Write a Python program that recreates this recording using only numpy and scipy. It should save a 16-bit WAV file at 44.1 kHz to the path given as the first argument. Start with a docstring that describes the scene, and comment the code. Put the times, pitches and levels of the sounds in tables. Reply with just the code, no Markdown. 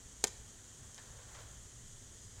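"""A steady high hiss of steaming sap over a soft rumble of flames: logs burning in a fireplace,
heard close by from one microphone in the room. A pocket in the wood bursts with a loud pop,
followed by small ticks; the firebox rings briefly and the room answers. Midway come a few dull, distant
knocks and a rustle, perhaps wood settling. Near the end, gas whistles faintly through a crack."""
import sys
import numpy as np
from scipy import signal
from scipy.fft import rfft, irfft
from scipy.io import wavfile
from scipy.ndimage import uniform_filter1d

SR = 44100
rng = np.random.default_rng(int(sys.argv[2]) if len(sys.argv) > 2 else 0)


def generate_wav(sig):
    """Save sig (samples, or channels by samples) to the path in sys.argv[1] as 16-bit PCM at SR."""
    pcm = np.round(np.clip(np.atleast_2d(sig).T, -1, 1) * 32767).astype(np.int16)
    wavfile.write(sys.argv[1], SR, pcm)


N = 105840

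# decay of the reflections between the firebox walls (frequency [Hz], t60 [s])
FIREBOX_DECAY = [(250, 0.091), (1000, 0.069), (3000, 0.039), (7000, 0.024), (14000, 0.033)]


def amp(db):
    """Decibels to gain."""
    return 10 ** (np.asarray(db) / 20)


def unit(x):
    """Scales to rms 1."""
    return x / np.sqrt(np.mean(x ** 2) + 1e-20)


def read(points, hz):
    """Reads a table on a log-frequency axis."""
    table_hz, value = np.transpose(points)
    return np.interp(np.log(hz + 1), np.log(table_hz + 1), value)


def level(points):
    """A gain curve from (time [s], level [dB]) points."""
    return amp(np.interp(np.arange(N) / SR, *np.transpose(points)))


def add(mix, start_s, sound):
    """Mixes a sound in at its start time."""
    part = mix[round(start_s * SR):][:len(sound)]
    part += sound[:len(part)]


def colour(x, spectrum, size=4096):
    """Minimum-phase filter of unit energy with the given spectrum."""
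    log_gain = np.log(amp(read(spectrum, abs(np.fft.fftfreq(size, 1 / SR)))))
    response = np.exp(np.conj(signal.hilbert(log_gain)))
    taps = np.fft.ifft(response).real[:size // 2]
    return signal.fftconvolve(x, taps / np.linalg.norm(taps))[:len(x)]


def noise(spectrum):
    """Steady noise of rms 1 with the given spectrum."""
    gain = amp(read(spectrum, np.fft.rfftfreq(N, 1 / SR)))
    return unit(irfft(rfft(rng.standard_normal(N)) * gain, N))


def wander(rate_hz):
    """Slow random motion of rms 1."""
    lowpass = np.exp(-(np.fft.rfftfreq(N, 1 / SR) / rate_hz) ** 2)
    return unit(irfft(rfft(rng.standard_normal(N)) * lowpass, N))


def echoes(x, decay, delay_s, size=32768):
    """Dense reflections reach the microphone after a delay, each band dying at its own speed."""
    hz, t, bands = signal.stft(rng.choice([-1., 1.], size), SR, nperseg=128)
    fade = amp(-60 * t / read(decay, hz)[:, None])
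    _, tail = signal.istft(bands * fade, SR, nperseg=128)
    reflected = np.zeros(N)
    add(reflected, delay_s, signal.fftconvolve(x, tail / np.linalg.norm(tail)))
    return reflected


def steam():
    """A steady hiss from the logs with tiny bursts of boiling sap, rippled by the firebox walls."""
    # spectrum of the escaping steam (frequency [Hz], relative level [dB])
    hiss_spectrum = [(1410, -44), (2400, -21.5), (2900, -13.5), (3190, -7), (3680, -13), (5310, -13.5),
                     (5750, -6.5), (6740, 0), (8610, -8), (12000, -25.5), (14300, -28), (16000, -38)]
    flicker_db, bursts_per_s, spread_db = 0.47, 300, 4.5
    jet = rng.standard_normal(N) * amp(-57.5 + flicker_db * wander(rate_hz=27))
    burst_sizes = amp(spread_db * np.minimum(rng.exponential(1, N), 4))
    sap = unit(burst_sizes * (rng.random(N) < bursts_per_s / SR)) * amp(db=-71.5)
    highpass = signal.butter(4, 2340, "high", fs=SR, output="sos")
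    hiss = signal.sosfilt(highpass, colour(jet + sap, hiss_spectrum))
    wall_gain = amp(db=-12)
    walls = wall_gain * echoes(hiss, FIREBOX_DECAY, delay_s=0.0025, size=4096)
    return (hiss + walls) / np.hypot(1, wall_gain)


def flames():
    """Low, lumpy combustion rumble under an even draught."""
    # spectrum of the burning gas (frequency [Hz], relative level [dB])
    rumble_spectrum = [(8, -18), (22, -1), (33, -15), (40, -8), (48, -7), (57, 4), (66, -5), (82, -6),
                       (95, -2.5), (112, -2), (130, -7), (150, -15.5), (220, -30.5), (500, -59)]
    # strength of the rumble (time [s], level [dB])
    rumble_levels = [(0.0, -65.5), (0.07, -54.5), (0.1, -60), (0.41, -54.5), (0.5, -60.5), (0.78, -61.5),
                     (0.8, -55), (0.98, -63), (1.18, -53), (1.21, -61.5), (1.29, -57), (1.62, -54.5),
                     (1.72, -63.5), (1.75, -55.5), (2.18, -58.5), (2.4, -54)]
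    # rush of air around the fire (frequency [Hz], relative level [dB])
    draught_spectrum = [(100, -5), (170, -0.5), (260, 0.5), (310, -5), (380, -2.5), (600, -9.5),
                        (900, -11.5), (1350, -11.5), (1600, -11.5), (1880, -8.5), (2150, -14), (2600, -19),
                        (4000, -36)]
    rumble = noise(rumble_spectrum)
    rumble /= np.sqrt(uniform_filter1d(rumble ** 2, size=6000))  # evens out chance swells
    return rumble * level(rumble_levels) + noise(draught_spectrum) * amp(db=-64.5)


def snaps(envelope, passes=8):
    """Random snaps under an envelope, their energy spread evenly over all frequencies."""
    x = rng.standard_normal(len(envelope)) * envelope
    for _ in range(passes):
        whitened = irfft(np.exp(1j * np.angle(rfft(x))), len(x))
        x = envelope * np.sign(whitened)
    return x


def pop(gain_db, length_s, low_hz, high_hz):
    """Wood tears open for a few milliseconds and sets log and firebox ringing."""
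    # spectrum of the tearing wood (frequency [Hz], relative level [dB])
    tear_spectrum = [(60, -24), (180, -14.5), (370, -2.5), (600, -11), (900, -7.5), (1400, -13.5),
                     (1870, -8.5), (2400, -11), (2750, -17.5), (3200, -8.5), (3900, -4.5), (4400, -9.5),
                     (5500, -4.5), (6100, 1.5), (6650, -1.5), (7200, 3), (8000, -6.5), (8900, -5),
                     (9700, -15), (12500, -21), (14500, -26), (16500, -28)]
    # resonances of log and firebox (frequency [Hz], relative level [dB], t60 [s])
    modes = [(370, -25, 0.046), (933, -30, 0.068), (1840, -17.5, 0.051), (3130, -16.5, 0.033),
             (3820, -22, 0.035), (5290, -22, 0.053), (6190, -28, .025), (7190, -10, 0.019),
             (8680, -18, .03)]
    attack_s, release_s = 0.00063, 0.00048
    t = np.arange(4096) / SR
    rise = np.minimum(t / attack_s, 1)
    fall = np.exp(-np.maximum(t - length_s, 0) / release_s)
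    tear = colour(snaps(rise * fall), tear_spectrum)
    ring = sum(amp(db - 60 * t / t60) * np.sin(2 * np.pi * (hz * t + rng.random()))
               for hz, db, t60 in modes)
    band = signal.butter(2, [low_hz, high_hz], "band", fs=SR, output="sos")
    return amp(gain_db) * signal.sosfilt(band, [tear, rise * ring])


def crackle():
    """Pops reach the microphone directly, then off the firebox walls, then from the room."""
    # pockets bursting in the wood (time [s], gain [dB], length [s], low edge [Hz], high edge [Hz])
    pops = [(0.2396, -19, .0028, 60, 19000), (.2704, -38, 0.0024, 500, 17000),
            (0.2779, -40, 0.0014, 300, 12000), (0.2796, -44, .002, 300, 9000),
            (0.9446, -42, 0.00099, 3200, 13000), (0.979, -40, .0013, 1600, 5500),
            (0.9835, -43, 0.0023, 800, 3500), (1.347, -45, .002, 400, 2780),
            (1.404, -49, 0.0019, 2500, 5030)]
    tears, rings = np.zeros((2, N))
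    for start_s, *shape in pops:
        tear, ring = pop(*shape)
        add(tears, start_s, tear)
        add(rings, start_s, ring)
    walls = amp(db=-6.5) * echoes(tears, FIREBOX_DECAY, delay_s=0.0025, size=8192)
    hearth = tears + rings + walls
    # reverberation of the room around the microphone (frequency [Hz], t60 [s])
    room_decay = [(250, 0.7), (1000, 0.76), (4000, 0.61), (8000, 0.32), (14000, 0.21)]
    return hearth + amp(db=-21) * echoes(hearth, room_decay, delay_s=0.015)


def distant_knocks():
    """Dull, distant knocks, each with one hollow ring, over a soft uneven rustle."""
    # dull, distant knocks with a reverberant tail (time [s], gain [dB], t60 [s], ring frequency [Hz])
    hits = [(0.983, -57.5, 0.18, 1730), (1.185, -60.5, 0.29, 1090), (1.348, -53, 0.21, 1070),
            (1.386, -56.5, 0.19, 523)]
    # dull tone of the knocks (frequency [Hz], relative level [dB])
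    knock_spectrum = [(120, -18), (300, -8), (500, 1), (750, -4.5), (1100, -3), (1750, -1), (2400, -8.5),
                      (3200, -7), (5000, -11), (7000, -10), (14000, -47)]
    # swell of the rustle around the knocks (time [s], level [dB])
    rustle_levels = [(0, -76), (.75, -71), (.95, -67.5), (1.05, -64.5), (1.14, -65), (1.22, -64.5),
                     (1.32, -62), (1.42, -60), (1.52, -66.5), (1.65, -75), (2.32, -88), (2.39, -62)]
    # tone of the rustle (frequency [Hz], relative level [dB])
    rustle_spectrum = [(150, -27), (350, -8), (500, 2.5), (750, -1), (1080, -0.5), (1700, 0), (2400, -10.5),
                       (4000, -8), (8000, -24)]
    attack_s, ring_width_hz, flicker_db = 0.0024, 47, 0.54
    t = np.arange(SR // 2) / SR
    knocks = np.zeros(N)
    for start_s, gain_db, t60, ring_hz in hits:
        envelope = np.minimum(t / attack_s, 1) * amp(gain_db - 60 * t / t60)
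        thud = rng.standard_normal(len(t)) * envelope
        ring = signal.lfilter(*signal.iirpeak(ring_hz, ring_hz / ring_width_hz, fs=SR), thud)
        add(knocks, start_s, thud + amp(db=6.5) * ring)
    rustle = noise(rustle_spectrum) * level(rustle_levels) * amp(flicker_db * wander(rate_hz=30))
    return colour(knocks, knock_spectrum) + rustle


def whistle():
    """Gas finds a narrow crack in a log and sings faintly."""
    start_s, rise_s, pitch_hz, waver_hz = 2.11, 0.08, 4970, 3.1
    swell = np.clip((np.arange(N) / SR - start_s) / rise_s, 0, 1)
    cycles = np.cumsum(pitch_hz + waver_hz * wander(rate_hz=30)) / SR
    return amp(db=-74.5) * swell * unit(np.sin(2 * np.pi * cycles))


def scene():
    """The fire and the distant knocks in mono, from one spot near the hearth."""
    return (steam() + flames() + crackle() + distant_knocks() + whistle())[None]


def record(dry):
    """The recorder behind the microphone cuts off the highest treble."""
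    lowpass = signal.firwin(511, cutoff=16200, window=("kaiser", 9), fs=SR)
    return signal.oaconvolve(dry, lowpass[None], "same")


dry = scene()
out = record(dry)
generate_wav(out)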